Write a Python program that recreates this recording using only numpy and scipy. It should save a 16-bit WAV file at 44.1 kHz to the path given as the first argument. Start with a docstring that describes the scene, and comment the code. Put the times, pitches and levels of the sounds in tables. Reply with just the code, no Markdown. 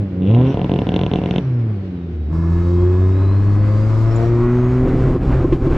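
"""Inside a turbocharged four-cylinder car. Firings boom in the cabin and a throttle blip barks up to the
launch limiter, where unburnt charges bang in the exhaust for a second and shake loose panels. The revs
sink, the turbo's whistle falls and a fuel pump starts to whine. Then comes a long pull under load: the
road rumbles, the turbo hisses and spools up, the intake howls, and the engine runs into the rev limiter,
stuttering on cut sparks with muffled backfires."""
import sys
import numpy as np
from scipy import signal
from scipy.fft import rfft, irfft
from scipy.io import wavfile
from scipy.ndimage import uniform_filter1d

SR = 44100
rng = np.random.default_rng(int(sys.argv[2]) if len(sys.argv) > 2 else 0)


def wav_out(sig):
    """Save sig, one row per channel (or a flat mono array), as 16-bit PCM at SR to the path in sys.argv[1]."""
    wavfile.write(sys.argv[1], SR, np.round(np.clip(np.atleast_2d(sig).T, -1, 1) * 32767).astype(np.int16))


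N = 254456
TIME = np.arange(N) / SR
LIFT_S, BLIP_S, LAUNCH_S, RELEASE_S, DRIVE_S, LIMITER_S = 0.068, 0.17, 0.53, 1.405, 2.31, 4.82  # cues
LAUNCH_HZ, LIMITER_HZ = 138.27, 128.4  # firing rates on the two limiters

# revs through the blip, the sink and the pull: (t/s, firing f/Hz)
BLIP_REVS = [(0, 105.1), (.06, 96.85), (.16, 90.06), (.238, 92.85), (.28, 100.1), (.342, 117.4), (.47, 133),
             (.53, 139)]
SINK_REVS = [(1.41, 135), (1.518, 125.8), (1.725, 105.8), (1.762, 98.86), (2.28, 72.6)]
PULL_REVS = [(2.33, 81.3), (2.52, 84.7), (2.98, 91.6), (3.69, 104.5), (4.68, 124.7), (4.801, 127.2)]
# turbo boost, building until the wastegate opens: (t/s, share of full boost)
BOOST_CURVE = [(2.31, 0.046), (2.6, 0.51), (3.3, 0.28), (4.2, 0.93), (4.5, 0.38), (5.77, 0.49)]
# strength of the four cylinders: level/dB each
CYLINDER_LEVELS = [0, -1, -3.5, -3.5]
# layer faders: (coasting level/dB at 100 firings a second, dB per octave of revs,
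# then gain/dB from throttle, launch limiter, load, rev limiter)
CLATTER_FADER = (-49, 13.5, 4, 1, 7, -1)
THROB_FADER = (-25, 2.5, 7.5, -5, -5.5, 4.5)
AIR_FADER = (-71, 6.5, 1.5, 1, 7, -0.5)
# stereo image, closing up at speed: (t/s, width/dB, boom left minus right/dB)
STEREO_IMAGE = [(0, 0, -.4), (3, 0, .1), (4.2, 2, 2.6), (4.5, -7, 1), (5.3, -28, 0)]
# first six firing orders: (standing level/dB, pulling level/dB, dB per octave of revs when pulling,
# shut-throttle gain/dB, flutter/dB)
LOW_ORDERS = [(1, 1, 0, -6, 0.44), (-9.5, -9, 12, -10.5, 0.94), (-14, -18.5, 13.5, -11.5, 0.5),
              (-17.5, -19, -0.5, -15, 1.9), (-19.5, -24, 13, -19, 2.5), (-26.5, -29, 27.5, -14.5, 4)]
# resonances that the revs sweep the orders through: (f/Hz, level/dB)
CABIN_STANDING = [(76, -17), (90, -27.5), (104, -13.5), (120, -11), (130, -13), (139, -23.5), (160, -13.5),
                  (186, -7.5), (200, -9.5), (216, -10), (255, -10), (290, -13.5), (350, -13.5),
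                  (430, -13.5), (560, -10.5), (680, -23.5)]
CABIN_PULLING = [(80, -20.5), (89, -14.5), (98, -13.5), (122, -17), (132, -17.5), (168, -7.5), (192, -22),
                 (208, -19.5), (227, -26), (243, -14), (257, -15), (285, -9), (325, -15.5), (358, -3),
                 (386, -12.5), (425, -26.5), (462, -12.5), (492, -27.5), (513, -13), (532, -6.5),
                 (556, -17), (572, -12), (594, -26.5), (625, -25.5), (665, -24.5), (688, -10), (708, -24.5),
                 (750, -23.5)]
GROWL_EQ = [(620, -3), (720, -7.5), (800, -7), (910, -1), (1080, -1), (1280, -8.5), (1450, -5.5),
            (1700, -12.5), (2100, -10.5), (2700, -25.5)]
# tone colours of the noises and hits: (f/Hz, level/dB)
THROB_EQ = [(30, -44.5), (70, 8), (130, 7.5), (170, 8), (215, -1.5), (260, 4), (350, 6), (430, -2.5),
            (560, -13), (800, -15), (1500, -78.5)]
CLATTER_EQ = [(300, -25.5), (480, 2), (620, 1.5), (800, -4.5), (1100, -4.5), (1400, -6.5), (2000, -14.5),
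              (2500, -17), (3200, -25), (4500, -39), (9000, -73)]
INTAKE_EQ = [(500, -9.5), (1500, 9.5), (2500, 6.5), (4000, -1.5), (5200, -7.5), (6200, -13.5), (8000, -23),
             (9500, -28.5), (11000, -32.5), (15000, -51.5)]
HISS_EQ = [(1800, -9), (3000, -3), (4100, -1), (5000, -4), (6000, -7.5), (7600, -9.5), (8400, -17.5),
           (10000, -20), (11400, -24), (13500, -31), (15500, -51.5)]
CRACK_EQ = [(900, -28.5), (1500, -12.5), (1850, -18), (2060, -3), (2250, -5.5), (2750, 3), (3400, -0.5),
            (3900, -8), (4600, -33), (6200, -25), (8000, -49.5), (11000, -60), (15000, -78.5)]
BARK_EQ = [(250, -21), (400, -3), (530, 7.5), (630, 3.5), (710, 4), (850, -5), (950, -5), (1030, -1),
           (1200, -32), (2000, -25.5), (6000, -83)]
THUMP_EQ = [(25, -43), (60, 1), (120, 8), (200, 5), (350, 3), (500, -2), (630, -9), (725, -6), (850, -15),
            (990, -12.5), (1260, -36.5), (1450, -30.5), (2200, -37), (5000, -73)]
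ROAD_EQ = [(12, -47), (25, 22), (45, 17), (75, 16.5), (110, 10.5), (200, -15), (400, -52.5)]
GAS_RUSH_EQ = [(150, -6), (400, 5), (700, -1), (1400, -6), (2400, -4), (3200, -12), (4500, -22),
               (8000, -36), (15000, -48)]
# stereo spread: (f/Hz, side level/dB against mid)
SIDE_EQ = [(60, -27.5), (120, -28.5), (250, -24), (500, -14), (1000, -11), (2000, -7), (4000, -5),
           (8000, -6)]
# reflections off the windows; after a bang, a weak repeat about one firing later, then echoes inside the pipe:
# (delay/s, share)
WINDOW_SLAPS = [(.00142, .28), (.0026, .14), (.0068, .12)]
PIPE_SLAPS = [(.0069, 0.22), (0.0145, -0.053), (0.016, .3)]
# high chirps: (t/s, half length/s, f/Hz, width/Hz, level/dB)
CHIRPS = [(.51, .04, 5730, 592, -57.5), (4.02, .011, 11800, 1520, -64), (4.165, .013, 7120, 220.5, -48.5)]
# brief narrow tones, a thin pump whine and short ringing engine notes near 1 kHz: columns as in CHIRPS
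BRIEF_TONES = [(2.25, .09, 3810, 25, -67), (3.98, .12, 1000, 45, -42), (4.39, .018, 965, 30, -37),
               (4.45, .05, 1092, 18, -35)]
# launch limiter bangs: (firings since the first bang, relative crack level/dB)
LAUNCH_BANGS = [(0, -26), (4, -26), (7, -28), (10, -23), (14, -22), (21, -25), (24, -21), (27, -20),
                (30, -25), (34, -20), (38, -22), (45, -23), (48, -17.5), (52, -26), (55, -18.5),
                (58, -14.5), (62, -18), (65, -18), (68, -19), (72, -19), (79, -22), (82, -15), (85, -18),
                (89, -26), (93, -29), (96, -24), (99, -19.5), (103, -32), (106, -16), (110, -26),
                (113, -17), (116, -16.5)]
# ring of exhaust and cabin after a bang, and of the exhaust after a backfire: (f/Hz, t60/s, level/dB)
BANG_RING = [(150, 0.083, -27), (176.4, 0.3, -19), (248, 0.067, -40.5), (315.6, 0.13, -22.5),
             (375, 0.062, -16)]
BACKFIRE_RING = [(150, .04, -7), (345, .075, 0), (450, .03, -8), (1060, .08, -21)]
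# turbo whistle: (t/s, f/Hz, level/dB)
LAUNCH_WHISTLE = [(.65, 5200, -78), (.8, 5450, -66), (1.0, 5550, -66.5), (1.42, 5720, -69),
                  (1.55, 5400, -72.5), (1.72, 4650, -70), (1.9, 4080, -67.5), (2.05, 3650, -67.5),
                  (2.2, 3400, -74)]
PULL_WHISTLE = [(2.6, 2950, -68), (2.8, 3200, -65), (2.96, 3536, -62.5), (3.15, 3850, -60),
                (3.29, 4050, -55), (3.45, 4250, -61), (3.7, 4600, -59), (3.93, 5020, -60),
                (4.06, 5280, -66), (4.09, 5350, -56), (4.13, 5420, -52), (4.16, 5500, -66),
                (4.26, 5700, -62), (4.36, 5880, -70), (4.57, 6300, -65), (4.69, 6600, -65),
                (4.8, 6850, -73), (5.1, 7500, -75)]
# bursts of panel rattle: (t/s, half length/s, f/Hz, relative level/dB)
PANEL_BURSTS = [(.766, .011, 2850, -44), (1.171, .012, 2750, -40), (1.188, .008, 2690, -41),
                (1.226, .016, 2080, -45), (1.283, .014, 2180, -44), (5.09, .03, 620, -33)]
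# a panel's ring: (multiple of its pitch, t60/s, level/dB)
PANEL_RING = [(1, 0.033, 1.5), (1.09, .02, -5), (1.27, .015, -10)]
# fuel pump: (t/s, commutation f/Hz, level/dB, dulling in dB per octave)
PUMP_CURVE = [(1.9, 424, -90, 0), (2.05, 424, -70, 0), (2.29, 426, -70, 0), (2.35, 428, -54, .2),
              (2.5, 426, -53, .6), (2.8, 423, -53.5, 1.1), (3.4, 422.5, -55, 2), (4.2, 420, -58, 5),
              (5.77, 419, -68, 8)]
# its partials: (multiple, level/dB)
PUMP_PARTIALS = [(3, 1.5), (4, 0), (5, -4.5), (6, -9), (8, -19), (9, -13), (10, -19), (11, -16), (12, -14),
                 (13, -16), (14, -24), (15, -22), (17, -24), (18, -22), (22, -30), (24, -32)]
# road bumps, surges of the growl and the rev limiter's long spark cuts: (t/s, half length/s, gain/dB)
ROAD_BUMPS = [(2.33, 0.069, 8), (2.63, 0.063, 9), (2.81, 0.067, 8), (3.05, 0.041, 2)]
GROWL_SURGES = [(4.22, .08, 1.5), (4.47, .09, 6.5)]
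SPARK_CUTS = [(5.192, 0.026, -8), (5.455, 0.015, -3), (5.495, 0.03, -4), (5.585, 0.042, -6),
              (5.693, 0.012, -4)]
# rev limiter backfires: (t/s, thud level/dB, relative gas rush level/dB)
BACKFIRE_HITS = [(5.1545, -5, -20), (5.4445, -2.5, -17), (5.523, -1.5, 1.5), (5.656, -13, -17),
                 (5.671, -9, -22), (5.7045, -9.5, -20), (5.746, -15, -5), (5.762, -11, -8)]


def undb(db):
    return 10 ** (np.asarray(db) / 20)


def unit(x):
    return x / np.sqrt(np.mean(x ** 2))


def curves(rows):
    """A table's columns as automation lanes, straight between the points."""
    s, *columns = np.transpose(rows)
    return [np.interp(TIME, s, c) for c in columns]


def after(s, fade=0.04):
    """A fade from 0 to 1, centred on time s."""
    return np.clip((TIME - s) / fade + .5, 0, 1)


def bell(s, half_length):
    return np.exp(-((TIME - s) / half_length) ** 2)


def swells(rows):
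    """Brief rises or dips of level, in dB."""
    return sum(db * bell(s, half_length) for s, half_length, db in rows)


def walk(rate):
    """Smooth random drift, with rate new values a second and a spread near 1."""
    hold = int(SR / rate)
    steps = np.repeat(rng.standard_normal(N // hold + 1), hold)
    return 1.3 * uniform_filter1d(uniform_filter1d(steps, hold), hold)[:N]


def gains(eq, size):
    """An EQ curve on FFT bins, rolling off above its last point."""
    hz, db = np.transpose(eq)
    octave = np.log2(np.arange(size // 2 + 1) * SR / size + 1)
    return undb(np.interp(octave, np.log2(hz), db) - 10 * np.maximum(octave - np.log2(hz[-1]), 0))


def response(eq, size=4096):
    """The minimum-phase impulse response of an EQ curve."""
    cepstrum = irfft(np.log(gains(eq, size)))
    cepstrum[1:size // 2] *= 2
    cepstrum[size // 2 + 1:] = 0
    return irfft(np.exp(rfft(cepstrum)))


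def ring(x, impulse):
    return signal.fftconvolve(x, impulse)[:N]


def modes(rows):
    """Decaying resonances after one blow."""
    return sum(undb(db - 60 * TIME / t60) * np.sin(2 * np.pi * hz * TIME) for hz, t60, db in rows)


def echoes(x, rows):
    return sum(share * np.interp(TIME - delay, TIME, x) for delay, share in rows)


def stereo(mid, other):
    """Reflections off the glass make left and right differ, mostly in the treble."""
    side = irfft(rfft(other) * gains(SIDE_EQ, N), N)
    return np.array([mid + side, mid - side])


def noise(eq):
    return unit(irfft(rfft(rng.standard_normal(N)) * gains(eq, N), N))


def wide_noise(eq):
    return stereo(noise(eq), noise(eq))


def narrow(hz, width):
    """Hiss in one resonance."""
    return wide_noise([(hz - 3 * width, -70), (hz - width, -14), (hz, 0),
                       (hz + width, -14), (hz + 3 * width, -70)])


def strikes(times, sizes):
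    """One impulse at each time."""
    return np.bincount((np.asarray(times) * SR).astype(int), sizes, N)[:N]


def puffs(x, decay_s):
    """Gas noise that flares at each impulse and dies away."""
    return ring(x, np.exp(-TIME[:4096] / decay_s)) * rng.standard_normal(N)


def firings(cycles, scatter_db):
    """A pulse per firing; cylinders differ, and so does each burn."""
    at = np.flatnonzero(np.diff(np.floor(cycles)))
    db = np.resize(CYLINDER_LEVELS, len(at)) + scatter_db * rng.standard_normal(len(at))
    return strikes(at / SR, undb(db))


def order_levels(hz, revs, throttle, driving, limiting):
    """Each low firing order follows the cabin's response at its pitch, weaker off the throttle."""
    levels = []
    deepening = np.clip((TIME - LIMITER_S) / 0.5, 0, 1)
    for k, (standing_db, pulling_db, revs_db, shut_db, flutter_db) in enumerate(LOW_ORDERS, 1):
        standing = np.interp(k * hz, *np.transpose(CABIN_STANDING)) + standing_db
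        standing += shut_db * (1 - throttle)
        pulling = np.interp(k * hz, *np.transpose(CABIN_PULLING)) + pulling_db + revs_db * revs
        # on the rev limiter the fundamental drops at once; the rest fade as more sparks are cut
        pulling -= 3.5 * limiting if k == 1 else 7.5 * deepening
        levels.append((1 - driving) * standing + driving * pulling + flutter_db * walk(22))
    return levels


def boom(cycles, orders_db, limiting, ragged):
    """Low firing orders fill the cabin; the upper ones fray on the blip, all stagger on cut sparks."""
    out = 0
    for k, db in enumerate(orders_db, 1):
        unsteady = 0.0084 + 0.25 * limiting + 0.052 * (k - 1) * ragged
        skew = 0.019 * k ** 1.74 * np.array([[-1], [1]])  # shorter waves arrive further out of step
        size = undb(db) * (1 + unsteady * walk(70))
        out += size * np.sin(2 * np.pi * k * cycles + unsteady * walk(60) + skew)
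    return np.sqrt(2) * undb(0.2) * out


def growl(cycles, hz):
    """Even firings make clean upper partials, which swell and fade as the revs sweep them along."""
    mid = other = 0
    for k in range(len(LOW_ORDERS) + 1, 22):
        size = undb(np.interp(k * hz, *np.transpose(GROWL_EQ)) + 3.5 * walk(4))
        phase = 2 * np.pi * (k * cycles + rng.random())
        mid += size * np.sin(phase)
        other += size * np.cos(phase)
    return stereo(unit(mid), unit(other))


def throb(cycles, limiting):
    """Uneven burns rumble between the orders, harder when the rev limiter drops firings."""
    body = response(THROB_EQ)
    burns = firings(cycles, scatter_db=6)
    at = np.flatnonzero(burns)
    surplus = strikes(at / SR, burns[at] - burns[at].mean())
    misfires = strikes(at / SR, rng.choice([-1, 1], len(at)))
    mid = undb(-14.5) * unit(ring(surplus, body)) + undb(-4) * limiting * unit(ring(misfires, body))
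    return mid + undb(-6 + 2 * limiting) * wide_noise(THROB_EQ)


def clatter(cycles):
    """Firings knock on block and bulkhead, each with a rush of gas."""
    knock = unit(ring(firings(cycles, scatter_db=-3), response(CLATTER_EQ)))
    pulsing = unit(2.2 + np.exp(-(cycles % 1) / .5))
    return undb(-8) * knock + pulsing * undb(1.5 + 1.7 * walk(24.91)) * wide_noise(CLATTER_EQ)


def air_rush(driving):
    """The intake breathes while the car stands; under load the turbo's hiss takes over."""
    intake = np.array([noise(INTAKE_EQ) for _ in range(2)])
    return driving * undb(3) * wide_noise(HISS_EQ) + (1 - driving) * undb(19) * intake


def crack(fronts, gas_db):
    """A dry shock front from the tailpipe, its slap off the windows and a little gas noise."""
    colour = response(CRACK_EQ)
    snap = -ring(fronts, colour)
    glass = echoes(snap, WINDOW_SLAPS)
    gas, other_gas = (undb(gas_db) * ring(puffs(fronts, decay_s=0.0059), colour) for _ in range(2))
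    return stereo(snap + glass + gas, np.roll(glass, 23) + other_gas - .3 * snap)


def rasp(cycles, bite_s=.295):
    """With the throttle snapped open each firing barks and cracks in the tailpipe, a bit off the beat."""
    uneven = cycles + .018 * walk(120)
    opened = after(.225, fade=.08) * (1 - after(LAUNCH_S))
    cracks = crack(opened * firings(uneven, scatter_db=3.05), gas_db=-25.5)
    # the bark bites, then eases as the revs run free
    bite = after(bite_s, fade=.06) * undb(-38 * np.maximum(TIME - bite_s, 0))
    pulses = opened * bite * firings(uneven, scatter_db=1.5)
    bark = ring(pulses + undb(-26.5) * puffs(pulses, decay_s=0.0029), response(BARK_EQ))
    return undb(-7.5) * cracks - undb(14.5) * bark


def squeaks():
    """Short high chirps and brief narrow tones, each a swell of narrow noise."""
    return sum(undb(db) * bell(s, half_length) * narrow(hz, width)
               for s, half_length, hz, width, db in CHIRPS + BRIEF_TONES)


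def shock_fronts(times, levels_db):
    """One front per bang: stronger ones are steeper and brighter, and each has its own colour."""
    out = np.zeros(N)
    bands_hz = (2000, 2700, 3500, 4400, 6500, 12000)
    for s, db in zip(times, levels_db):
        treble_db = 1.5 + 0.56 * (db - np.mean(levels_db))
        colour_db = np.array([0, 0, .5, 1, 1, 0]) * treble_db + 1.6 * rng.standard_normal(6)
        front = response([*zip(bands_hz, colour_db), (20000, 0)], size=512)
        at = int(s * SR)
        out[at:at + len(front)] += undb(db) * front
    return out


def bangs(first_s=0.5434):
    """Unburnt charges explode in the pipe: a thump, its echoes, the cabin's ring and a sharp crack."""
    firing, crack_db = np.transpose(LAUNCH_BANGS)
    s = first_s + firing / LAUNCH_HZ
    thump_db = -7 + 0.28 * crack_db - 3.5 * (s - first_s)
    blows = strikes(s + 0.00021, undb(thump_db))
    pulse = response(THUMP_EQ)
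    turbulence = undb(-31) * puffs(blows, decay_s=0.0067)
    direct = -ring(blows + turbulence, pulse / pulse.max())
    thump = undb(9) * (direct + echoes(direct, PIPE_SLAPS) + ring(blows, modes(BANG_RING)))
    return stereo(thump, np.roll(thump, 40)) + undb(20.5) * crack(shock_fronts(s, crack_db), gas_db=-31)


def whistle(rows, airy):
    """The compressor's blade tone follows turbo speed; turbulence makes it waver and turn breathy."""
    hz, db = curves(rows)
    gate = after(rows[0][0], fade=0.17) * (1 - after(rows[-1][0], fade=.15))
    tone = np.exp(2j * np.pi * np.cumsum(hz * (1 + .003 * walk(35))) / SR)
    level = gate * undb(db + 2 * walk(18))
    breath = np.array([walk(200) + 1j * walk(200) for _ in range(2)])
    return level * np.real(tone * (np.sqrt(2 * (1 - airy)) + np.sqrt(airy) * breath))


def rattles(taps_per_s=630):
    """Loose panels, shaken by the exhaust, chatter in short bursts of taps."""
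    out = 0
    for s, half_length, hz, db in PANEL_BURSTS:
        taps = (rng.random(N) < taps_per_s / SR) * rng.standard_normal(N)
        panel = modes([(hz * multiple, t60, mode_db) for multiple, t60, mode_db in PANEL_RING])
        out += undb(db) * bell(s, half_length) * unit(ring(taps, panel[:8192]))
    return undb(-0.5) * stereo(out, np.roll(out, 23))


def fuel_pump():
    """The pump motor whines at multiples of its commutation rate, sags a little and dulls."""
    hz, db, dulling = curves(PUMP_CURVE)
    phase = 2 * np.pi * np.cumsum(hz * (1 + .0004 * walk(12))) / SR
    whines = np.zeros((2, N))
    for whine in whines:
        for k, partial_db in PUMP_PARTIALS:
            size = undb(partial_db - dulling * np.log2(k / 4) + 2 * walk(9))
            whine += size * np.sin(k * phase + rng.uniform(0, 2 * np.pi))
    return np.sqrt(2) * undb(db) * stereo(*whines)


def bay_roar():
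    """A resonance in the engine bay roars under load."""
    return undb(-44 + 1.3 * walk(17)) * narrow(hz=1068, width=310)


def road_rumble(revs, limiting):
    """The road grows with speed, jumps at the bumps and shudders on the rev limiter."""
    return undb(-30 + 22.5 * revs + 4 * limiting + swells(ROAD_BUMPS)) * wide_noise(ROAD_EQ)


def intake_howl():
    """A higher roar of the intake swells near the top of the revs."""
    return undb(-49.5 + 1.5 * walk(18)) * bell(4.75, half_length=.45) * narrow(hz=1970, width=500)


def sizzle():
    """A soft, high hiss joins around peak boost, mostly on the left."""
    hiss = np.array([share * unit(narrow(hz=12550, width=800)[0]) for share in (1.2, .7)])
    return undb(-76) * after(4.3, fade=.3) * hiss


def backfires(rise_s=.002):
    """Muffled explosions: a soft push sets the exhaust booming, and burning gas rushes out."""
    s, thud_db, rush_db = np.transpose(BACKFIRE_HITS)
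    thud = ring(strikes(s, undb(thud_db)), modes(BACKFIRE_RING) * (1 - np.exp(-TIME / rise_s)))
    flare = ring(strikes(s, undb(rush_db)), (1 - np.exp(-TIME / .003)) * np.exp(-TIME / .018))
    return thud + undb(-28.5) * flare * wide_noise(GAS_RUSH_EQ)


def scene():
    """Revs, throttle, load and the two limiters ride the engine's faders; timed hits play on top."""
    hz, = curves(np.vstack([BLIP_REVS, SINK_REVS, PULL_REVS, (LIMITER_S + 0.085, LIMITER_HZ)]))
    revs = np.log2(hz / 100)  # octaves above 100 firings a second
    launching = after(LAUNCH_S) * (1 - after(RELEASE_S))
    driving, limiting = after(DRIVE_S), after(LIMITER_S)
    throttle = 0.39 * (1 - after(LIFT_S)) + after(BLIP_S, fade=0.15) - after(RELEASE_S) + driving
    boost, = curves(BOOST_CURVE)
    width_db, lean_db = curves(STEREO_IMAGE)

    controls = (1, revs, throttle, launching, driving, limiting)
    cut_db = swells(SPARK_CUTS)
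    clatter_db, throb_db, air_db = (cut_db + sum(db * control for db, control in zip(fader, controls))
                                    for fader in (CLATTER_FADER, THROB_FADER, AIR_FADER))
    growl_db = clatter_db - 11 + driving + 7 * boost + swells(GROWL_SURGES) - 6 * limiting
    boom_db = cut_db + np.array([lean_db, -lean_db]) / 2
    orders_db = order_levels(hz, revs, throttle, driving, limiting)

    cycles = np.cumsum(hz * (1 + .002 * walk(40))) / SR  # one cycle per firing
    tones = undb(growl_db) * growl(cycles, hz)
    tones += undb(boom_db) * boom(cycles, orders_db, limiting, ragged=throttle * (1 - driving))
    engine = (1 - launching) * tones + undb(throb_db) * throb(cycles, limiting)
    engine += undb(clatter_db - 2.5 - 2 * launching + 0.89 * limiting) * clatter(cycles)
    load = driving * undb(cut_db)
    engine += load * bay_roar() + intake_howl()
    air = air_rush(driving)
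    road = load * road_rumble(revs, limiting)
    turbo = whistle(LAUNCH_WHISTLE, airy=.9) + whistle(PULL_WHISTLE, airy=.35)
    turbo += undb(air_db + 8 * boost + walk(24)) * air
    exhaust = rasp(cycles) + bangs() + backfires()
    left, right = engine + exhaust + rattles() + turbo + fuel_pump() + squeaks() + road
    mid, side = (left + right) / 2, undb(width_db) * (left - right) / 2
    return np.array([mid + side, mid - side]) + sizzle()


def record(dry):
    """A soft clipper rounds the loudest peaks and a steep low-pass cuts the top."""
    ceiling, top_hz = .85, 15700
    rounded = dry / (1 + (dry / ceiling) ** 8) ** (1 / 8)
    return signal.sosfilt(signal.ellip(8, .2, 70, top_hz, fs=SR, output="sos"), rounded)


dry = scene()
out = record(dry)
wav_out(out)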